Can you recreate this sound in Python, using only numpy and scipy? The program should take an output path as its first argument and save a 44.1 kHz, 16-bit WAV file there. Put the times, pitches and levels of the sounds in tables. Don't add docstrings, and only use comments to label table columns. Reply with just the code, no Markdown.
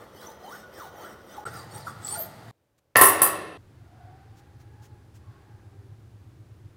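import sys
import numpy as np
from scipy import signal
from scipy.fft import rfft, irfft, next_fast_len
from scipy.io import wavfile

SR = 44100
rng = np.random.default_rng(int(sys.argv[2]) if len(sys.argv) > 2 else 0)


def inscribe(sig):
    pcm = np.round(np.clip(np.atleast_2d(sig).T, -1, 1) * 32767)
    wavfile.write(sys.argv[1], SR, pcm.astype(np.int16))


N = 298229
T = np.arange(N) / SR

# (start [s], end [s])
FIRST_SIDE, SECOND_SIDE = (-1, 1.444), (1.452, 2.513)
DROP, HANDLING = (2.513, 3.576), (3.576, 7)


def amp(db):
    return np.exp(np.asarray(db) * np.log(10) / 20)


def unit(x):
    return x / np.sqrt(np.mean(np.abs(x) ** 2) + 1e-20)


def in_time(rows):
    times, *columns = np.transpose(rows)
    return [np.interp(T, times, column) for column in columns]


def at_hz(points, hz):
    frequencies, values = np.transpose(points)
    return np.interp(np.log(hz + 1), np.log(frequencies), values)


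def coloured(source, points):
    size = next_fast_len(len(source))
    hz = np.fft.rfftfreq(size, 1 / SR) + 1
    roll_off = 1 / (1 + (.8 * points[0][0] / hz) ** 6) / (1 + (.8 * hz / points[-1][0]) ** 8)
    spectrum = rfft(source, size) * amp(at_hz(points, hz)) * roll_off
    return unit(irfft(spectrum, size)[:len(source)])


def noise(points, size=N):
    return coloured(rng.standard_normal(size), points)


def drift(rate_hz, size=N):
    pole = np.exp(-16 * np.pi * rate_hz / SR)
    white = rng.standard_normal(size // 8 + 2002)
    slow = signal.lfilter([1], [1, -2 * pole, pole * pole], white)[2000:]
    return np.interp(np.arange(size) / 8, np.arange(len(slow)), unit(slow))


def sing(hz, width_hz, steady=0):
    phase = (2 * np.pi * (np.cumsum(hz / SR) % 1)).astype(np.float32)
    in_phase = steady + drift(width_hz, len(hz))
    quadrature = drift(width_hz, len(hz))
    return unit(in_phase * np.cos(phase) + quadrature * np.sin(phase))


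def add(out, start_s, sound):
    start = max(int(start_s * SR), 0)
    out[start:start + len(sound)] += sound[:max(N - start, 0)]


def swell(length_s):
    return np.sin(np.linspace(0, np.pi, max(int(length_s * SR), 16)))


def gate(span):
    return np.clip(np.minimum(T - span[0], span[1] - T) / .002, 0, 1)


def resonances(modes, width_hz, span):
    out, size = np.zeros(N), int((span[1] - span[0]) * SR)
    ringing = sum(amp(db) * sing(np.full(size, hz), width_hz) for hz, db in modes)
    add(out, span[0], unit(ringing))
    return out


def room(dry, wet_db, treble_db, early_db, early_t60=0.17):
    # (frequency [Hz], reverberation time [s])
    decay_times = [(100, 4.6), (400, 1.3), (1500, 0.75), (3000, 1.3), (7000, 0.54), (14000, 0.17)]
    t, response = T[:SR], 0
    edges_hz = np.geomspace(50, 18000, 13)
    for low, high in zip(edges_hz, edges_hz[1:]):
        hz = np.sqrt(low * high)
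        band_pass = signal.butter(2, [low, high], "band", fs=SR, output="sos")
        band = signal.sosfilt(band_pass, rng.standard_normal(SR))
        early = amp(early_db) * unit(amp(-60 * t / early_t60))
        late = amp(wet_db + treble_db * hz / 10000) * unit(amp(-60 * t / at_hz(decay_times, hz)))
        response = response + band * (early + late)
    onset = np.minimum(t / .008, 1)
    return dry + signal.fftconvolve(dry, response * onset / np.sqrt(SR))[:N]


def air():
    # (frequency [Hz], relative density [dB])
    first_spectrum = [(15, -45), (25, -24), (80, 1.5), (277, -4), (560, 1.5), (863, -15), (936, -8),
                      (1130, -6.5), (1840, -19.5), (2690, -23.5), (3160, -21), (7310, -32.5), (16000, -34)]
    second_spectrum = [(15, -48), (25, -44.5), (108, 7), (394, -17), (641, -13), (754, -8.5), (840, -6),
                       (962, -15), (1230, -17.5), (1940, -16.5), (2350, -25), (4740, -25.5), (5280, -31.5),
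                       (10700, -35), (16000, -39)]
    drop_spectrum = [(15, -50.5), (25, -15), (114, 0.5), (206, -10), (575, -7.5), (775, -15), (2110, -23.5),
                     (4490, -29), (12500, -33.5), (14800, -29.5), (16000, -37)]
    handling_spectrum = [(25, -9), (50, -24.5), (70, -2.5), (100, 1), (130, -1), (160, -12), (250, -16),
                         (330, -12.5), (500, -23.5), (1000, -28.5), (2500, -37), (6000, -42.5),
                         (11000, -46), (13500, -51), (15200, -44), (16000, -57)]
    # (frequency [Hz], relative level [dB])
    hum_tones = [(207, 0)]
    hum = amp(-62) * resonances(hum_tones, width_hz=10, span=FIRST_SIDE)
    return ((hum + amp(-51) * noise(first_spectrum)) * gate(FIRST_SIDE)
            + amp(-45.3) * noise(second_spectrum) * gate(SECOND_SIDE)
            + amp(-71.5) * noise(drop_spectrum) * gate(DROP)
            + amp(-51.5) * noise(handling_spectrum) * gate(HANDLING))


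def traffic():
    # (start [s], duration [s], frequency [Hz], width [Hz], level [dB])
    drones = [(3.87, 0.39, 750, 58, -58.5), (5.18, 0.3, 1100, 35, -65.5), (5.3, 0.69, 395, 3.3, -61.5)]
    # (time [s], relative level [dB])
    road_levels = [(3.6, -71.5), (4.05, -64), (4.85, -70), (5.1, -73), (5.35, -64), (6.1, -76.5),
                   (6.75, -73)]
    # (frequency [Hz], relative density [dB])
    road_spectrum = [(290, -42), (500, -5), (630, -11), (764, -6.5), (953, -10.5), (1620, -8),
                     (2750, -21.5), (5000, -23), (6500, -53), (11000, -120)]
    out = np.zeros(N)
    for start, length, hz, width_hz, db in drones:
        envelope = swell(length)
        add(out, start, amp(db) * envelope * sing(np.full(len(envelope), hz), width_hz))
    return out + amp(in_time(road_levels)[0] + 0.1) * noise(road_spectrum)


def motor_whine(fade_db_per_s=90):
    # (time [s], fundamental [Hz], relative level [dB])
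    course = [(3.9, 352, -64.5), (4.1, 374, -59), (4.5, 409.3, -67), (4.78, 420.6, -62), (5.2, 410.7, -73),
              (5.5, 414, -63.5), (5.75, 400.3, -68), (6.1, 399, -79)]
    # (order [1], relative level [dB])
    orders = [(1, -12), (2, -2), (3, -21), (4, -14)]
    pitch_hz, level_db = in_time(course)
    fade_db = fade_db_per_s * np.abs(T - np.clip(T, course[0][0], course[-1][0]))
    harmonics = sum(amp(db) * sing(order * pitch_hz, width_hz=28) for order, db in orders)
    return amp(level_db - fade_db + 2) * harmonics


def idling_engine(throb_hz=105, throb_s=0.0775, throbs_per_s=8.097, jitter_s=0.0036, scatter_db=4):
    # (time [s], level [dB])
    throb_levels = [(3.6, -54), (4.2, -52.5), (5.1, -47), (5.8, -43.5), (6.5, -42), (6.76, -45.5)]
    # (frequency [Hz], relative level [dB])
    hum_tones = [(70, -14), (97, -4), (110, 1.5)]
    out, envelope = np.zeros(N), swell(throb_s) ** 2
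    for middle in np.arange(3.691, T[-1], 1 / throbs_per_s):
        db = np.interp(middle, *np.transpose(throb_levels)) + scatter_db * rng.standard_normal()
        start = middle - throb_s / 2 + jitter_s * rng.standard_normal()
        tone = sing(np.full(len(envelope), throb_hz), width_hz=16, steady=3.6)
        add(out, start, amp(db) * envelope * tone)
    return out + amp(-59.5) * resonances(hum_tones, width_hz=0.67, span=HANDLING)


def glove_brushes():
    # (middle [s], duration [s], level [dB], treble peak [Hz])
    slips = [(1.645, 0.013, -58.5, 14700), (2.787, 0.021, -68, 7930), (4.387, 0.062, -62.5, 6580),
             (4.612, 0.045, -64, 6060), (4.847, .07, -59, 6540), (5.161, 0.054, -62, 7600)]
    out = np.zeros(N)
    for middle, length, db, hz in slips:
        envelope = swell(length)
        spectrum = [(1000, 2), (hz * .6, -3), (hz, 0), (hz * 1.3, -8), (20000, -10)]
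        add(out, middle - length / 2, amp(db) * envelope * noise(spectrum, len(envelope)))
    return out


def strike(modes, spectrum, contact_db, contact_t60, crack_db, crack_t60, width_hz):
    t = T[:SR // 4]
    short = t[:len(t) // 2]
    contact = amp(contact_db - 60 * short / contact_t60)
    out = np.zeros(len(t))
    for hz, db, t60 in modes:
        strength = amp(db + 2.5 * rng.standard_normal())
        out += strength * amp(-60 * t / t60) * np.sin(2 * np.pi * (hz * t + rng.random()))
        out[:len(short)] += strength * contact * sing(np.full(len(short), hz), width_hz)
    high_pass = signal.butter(8, .95 * min(modes)[0], "high", fs=SR, output="sos")
    out = signal.sosfilt(high_pass, out) / np.linalg.norm(amp([db for hz, db, t60 in modes]))
    out[:len(short)] += amp(crack_db - 60 * short / crack_t60) * noise(spectrum, len(short))
    return out * np.minimum(t / 0.001, 1)


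def tape_drop():
    # (time [s], relative level on wood [dB], relative level on steel [dB])
    blows = [(2.953, -30.5, -50.5), (2.957, -8.5, -40), (2.967, -20, -12.5), (2.990, -17.5, -22.5),
             (3.012, -11.5, -8.5), (3.020, -14, -16.5), (3.029, -23, -19), (3.038, -24.5, -11),
             (3.053, -28, -12.5), (3.071, -28, -19.5), (3.085, -27, -16), (3.148, -40, -52),
             (3.192, -29.5, -44), (3.218, -15.5, -11), (3.231, -37, -16), (3.245, -35, -22.5),
             (3.261, -23.5, -41)]
    # (frequency [Hz], relative level [dB], T60 [s])
    wood_modes = [(1042, 0, .24), (1127, -1, .22), (1315, -1, .18), (1783, -3, .12), (2651, -8, .15),
                  (335, -8, .15), (368, -10, .14), (552, -9, .1), (672, -4, .1), (735, -6, .1),
                  (972, -2, .1), (1350, -4, .08), (1892, -3, .09), (2130, -11, .06)]
    steel_modes = [(6960, -19, .3), (7767, -19, .22), (9095, -13, .24), (9639, -7, .15), (9766, -3, .14),
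                   (9814, -5, .12), (10970, -3, .17), (11511, -15, .2), (12414, -16, .2), (12606, -4, .15),
                   (12836, -4, .16), (12903, -3, .16), (14220, -6, .16), (14831, -3, .22), (15612, -17, .2),
                   (5700, -24, .12), (8220, -9, .1), (8380, -11, .09), (9950, -9, .06), (10900, -8, .07)]
    # (frequency [Hz], relative density [dB])
    thud = [(45, -32), (88, -9), (125, -12.5), (190, -10), (240, -15), (280, -21.5), (335, -0.5),
            (400, -2.5), (490, -6), (650, -0.5), (1000, -2.5), (1340, -6), (1520, -10), (1820, -2),
            (2350, -17), (2680, -12), (3100, -19), (4400, -19.5), (7000, -28)]
    crack = [(2500, -12.5), (4500, -7), (6500, -8), (6950, -2.5), (7400, -14), (8300, -1.5), (11000, 2),
             (12000, -15.5), (13000, 2), (15800, -4)]
    wood, steel = np.zeros(N), np.zeros(N)
    for start, wood_db, steel_db in blows:
        knock = strike(wood_modes, thud, contact_db=5.5, contact_t60=.04,
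                       crack_db=8.5, crack_t60=.035, width_hz=27)
        clink = strike(steel_modes, crack, contact_db=7.5, contact_t60=.06,
                       crack_db=5, crack_t60=.011, width_hz=64)
        add(wood, start, amp(wood_db - 6.5) * knock)
        add(steel, start, amp(steel_db - 5) * clink)
    wood = room(wood, wet_db=-1, treble_db=1, early_db=-6)
    steel = room(steel, wet_db=-5.5, treble_db=-5.5, early_db=-2)
    return (wood + steel) * gate(DROP)


def stroke_motion(start_hz=2070, sweep_power=3.2, rasp_db_per_octave=2):
    # (middle [s], duration [s], final resonance [Hz], relative rub [dB], rasp [dB], ring [dB])
    strokes = [(0.01, 0.1, 2080, -45, -61, -66), (.25, 0.27, 680, -47, -53.5, -48.5),
               (0.514, 0.28, 2060, -46.5, -52.5, -40), (0.813, 0.23, 690, -45.5, -51.5, -40),
               (1.032, 0.28, 2080, -42.5, -54, -43.5), (1.355, .22, 790, -50, -55.5, -45),
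               (1.474, 0.082, 1450, -37.5, -48.5, -51), (1.573, .17, 1050, -43, -47.5, -44.5),
               (1.765, .16, 860, -44, -46.5, -53), (1.88, 0.089, 1300, -43, -46.5, -43),
               (2.141, .3, 630, -43, -40, -46)]
    # (frequency [Hz], gain [dB])
    ring_response = [(650, -1), (900, -3.5), (1300, 0), (1700, -9), (2100, -17)]
    blade_hz = np.full(N, float(start_hz))
    rub, rasp, ring = amp([-53.5, -69, -62.5])
    for middle, length, to_hz, rub_db, rasp_db, ring_db in strokes:
        speed = np.sin(np.pi * np.clip((T - middle) / length + .5, 0, 1))
        sweep = np.cumsum(speed ** sweep_power)
        blade_hz = blade_hz * (to_hz / blade_hz[-1]) ** (sweep / sweep[-1])
        rub = np.hypot(rub, amp(rub_db) * speed ** 0.97)
        rasp = np.hypot(rasp, amp(rasp_db) * speed ** 1.33)
        ring = np.hypot(ring, amp(ring_db) * speed ** 1.2)
    rasp *= amp(rasp_db_per_octave * np.log2(blade_hz / 1200))
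    return blade_hz, rub, rasp, ring * amp(at_hz(ring_response, blade_hz))


def grit(spread_db, judder_db):
    white = rng.standard_normal(N)
    grain_db = spread_db * np.minimum(rng.exponential(1, N), 5)
    return white * amp(grain_db + judder_db * drift(70))


def stone_rub():
    # (frequency [Hz], relative density [dB])
    stone_spectrum = [(180, -46), (300, -2), (588, -4), (637, -3.5), (857, -7), (975, -17.5), (1260, -3),
                      (1420, -10.5), (1620, -15), (1950, -10), (2400, -27), (3200, -28), (4160, -59.5),
                      (7040, -120)]
    # (frequency [Hz], relative level [dB])
    low_modes = [(215, 0.5), (560, -1.5), (870, 7), (1480, -9), (1930, -6.5)]
    grinding = amp(-4) * coloured(grit(spread_db=3, judder_db=2.5), stone_spectrum)
    return grinding + amp(-10.5) * resonances(low_modes, width_hz=10, span=(0, SECOND_SIDE[1]))


def free_ring(blade_hz, drive, mode_hz=1474, reach_hz=120, fall_db_per_s=40):
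    driven_db = 20 * np.log10(drive / (1 + ((blade_hz - mode_hz) / reach_hz) ** 2))
    fall_db = fall_db_per_s * T
    ringing_db = np.maximum.accumulate(driven_db + fall_db) - fall_db
    return amp(ringing_db - 8.5) * sing(np.full(N, mode_hz), width_hz=26, steady=0.41)


def bending_waves(blade_hz, glide=0.3, catch_db=8, count=24):
    size = int(SECOND_SIDE[1] * SR)
    waves, out = np.zeros(size), np.zeros(N)
    for mid_hz in np.linspace(3000, 15500, count):
        power = rng.choice([-1, 1]) * glide * rng.uniform(.3, 1.5) * 3500 / mid_hz
        hz = mid_hz * rng.uniform(.97, 1.03) * (blade_hz[:size] / 1250) ** power
        hz += 150 * drift(7, size)
        catching = amp(catch_db * np.tanh(drift(25, size)))
        waves += catching * sing(hz, width_hz=85)
    add(out, 0, unit(waves))
    return out


def blade_rasp(blade_hz):
    # (frequency [Hz], relative gain [dB])
    first_response = [(1290, -26), (2200, -1), (2750, -12.5), (3090, 2.5), (4800, -4), (5960, -0.5),
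                      (7390, -13.5), (8100, -6), (11600, -10), (16000, -0.5)]
    second_response = [(1290, -34.5), (2200, -5), (3040, -13), (3330, -2), (3810, -7.5), (4720, 2),
                       (5350, -5.5), (5810, -5.5), (7390, -9.5), (8660, 1), (10100, -14.5), (12200, -5.5),
                       (13300, -10), (15000, -14), (16000, 3.5)]
    # (frequency [Hz], relative level [dB])
    high_modes = [(4650, -20), (6000, -7.5), (6900, 11.5), (8150, 11), (10900, -8), (12900, -4.5),
                  (14300, -7), (15600, -6)]
    ring = amp(-13.5) * resonances(high_modes, width_hz=85, span=(0, SECOND_SIDE[1]))
    source = bending_waves(blade_hz) + amp(-3) * unit(grit(spread_db=4, judder_db=4.5))
    first = amp(-2.5) * (coloured(source, first_response) + ring)
    second = amp(-3) * (coloured(source, second_response) + ring)
    return first * gate(FIRST_SIDE) + second * gate(SECOND_SIDE)


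def squeals():
    # (start [s], duration [s], initial frequency [Hz], final frequency [Hz], relative level [dB])
    catches = [(0.262, 0.018, 6160, 5940, -45), (.27, 0.033, 911, 860, -44),
               (1.031, 0.026, 1248, 1400, -38), (1.373, 0.019, 866, 817, -33),
               (1.452, .011, 1297, 1340, -32.5), (1.462, 0.013, 1410, 1350, -28.5),
               (1.45, 0.022, 8200, 8184, -44), (1.571, 0.062, 4630, 4790, -53),
               (1.738, 0.039, 8670, 8645, -43.5), (1.743, .045, 847, 875, -39.5),
               (1.867, 0.022, 1382, 1174, -28.5), (2.043, 0.014, 7620, 7955, -30),
               (2.058, 0.021, 7840, 8000, -32.5), (2.084, 0.019, 7830, 8090, -28),
               (1.794, 0.055, 5620, 3695, -53), (2.031, .15, 4834, 4393, -51),
               (2.094, 0.075, 8850, 8750, -30), (2.12, 0.054, 821, 906, -38),
               (2.15, 0.028, 1453, 1386, -39.5), (2.164, 0.055, 721, 611, -34.5),
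               (2.169, 0.081, 12570, 12630, -32), (2.176, 0.071, 14900, 14800, -36)]
    out = np.zeros(N)
    for start, length, from_hz, to_hz, db in catches:
        envelope = swell(length)
        hz = np.linspace(from_hz, to_hz, len(envelope))
        noisiness = np.sqrt(from_hz / 1000)
        add(out, start, amp(db) * envelope * sing(hz, width_hz=45 * noisiness, steady=2.7 / noisiness))
    return out


def honing():
    blade_hz, rub_gain, rasp_gain, ring_gain = stroke_motion()
    rub = rub_gain * stone_rub()
    ring = amp(-3) * ring_gain * sing(blade_hz, width_hz=57, steady=1.11)
    ring += free_ring(blade_hz, ring_gain)
    rasp = rasp_gain * blade_rasp(blade_hz)
    both_sides = gate(FIRST_SIDE) + gate(SECOND_SIDE)
    direct = (rub + ring + amp(-1.5) * squeals()) * both_sides + rasp
    return room(direct, wet_db=-6, treble_db=-7, early_db=-10.5) * both_sides


def scene():
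    workshop = honing() + tape_drop() + glove_brushes()
    street = (traffic() + motor_whine() + idling_engine()) * gate(HANDLING)
    return (workshop + street + air())[None]


def record(dry, cutoff_hz=16000):
    low_pass = signal.ellip(12, .2, 80, cutoff_hz, fs=SR, output="sos")
    return signal.sosfilt(low_pass, 1.146 * np.tanh(dry / 1.248))


dry = scene()
out = record(dry)
inscribe(out)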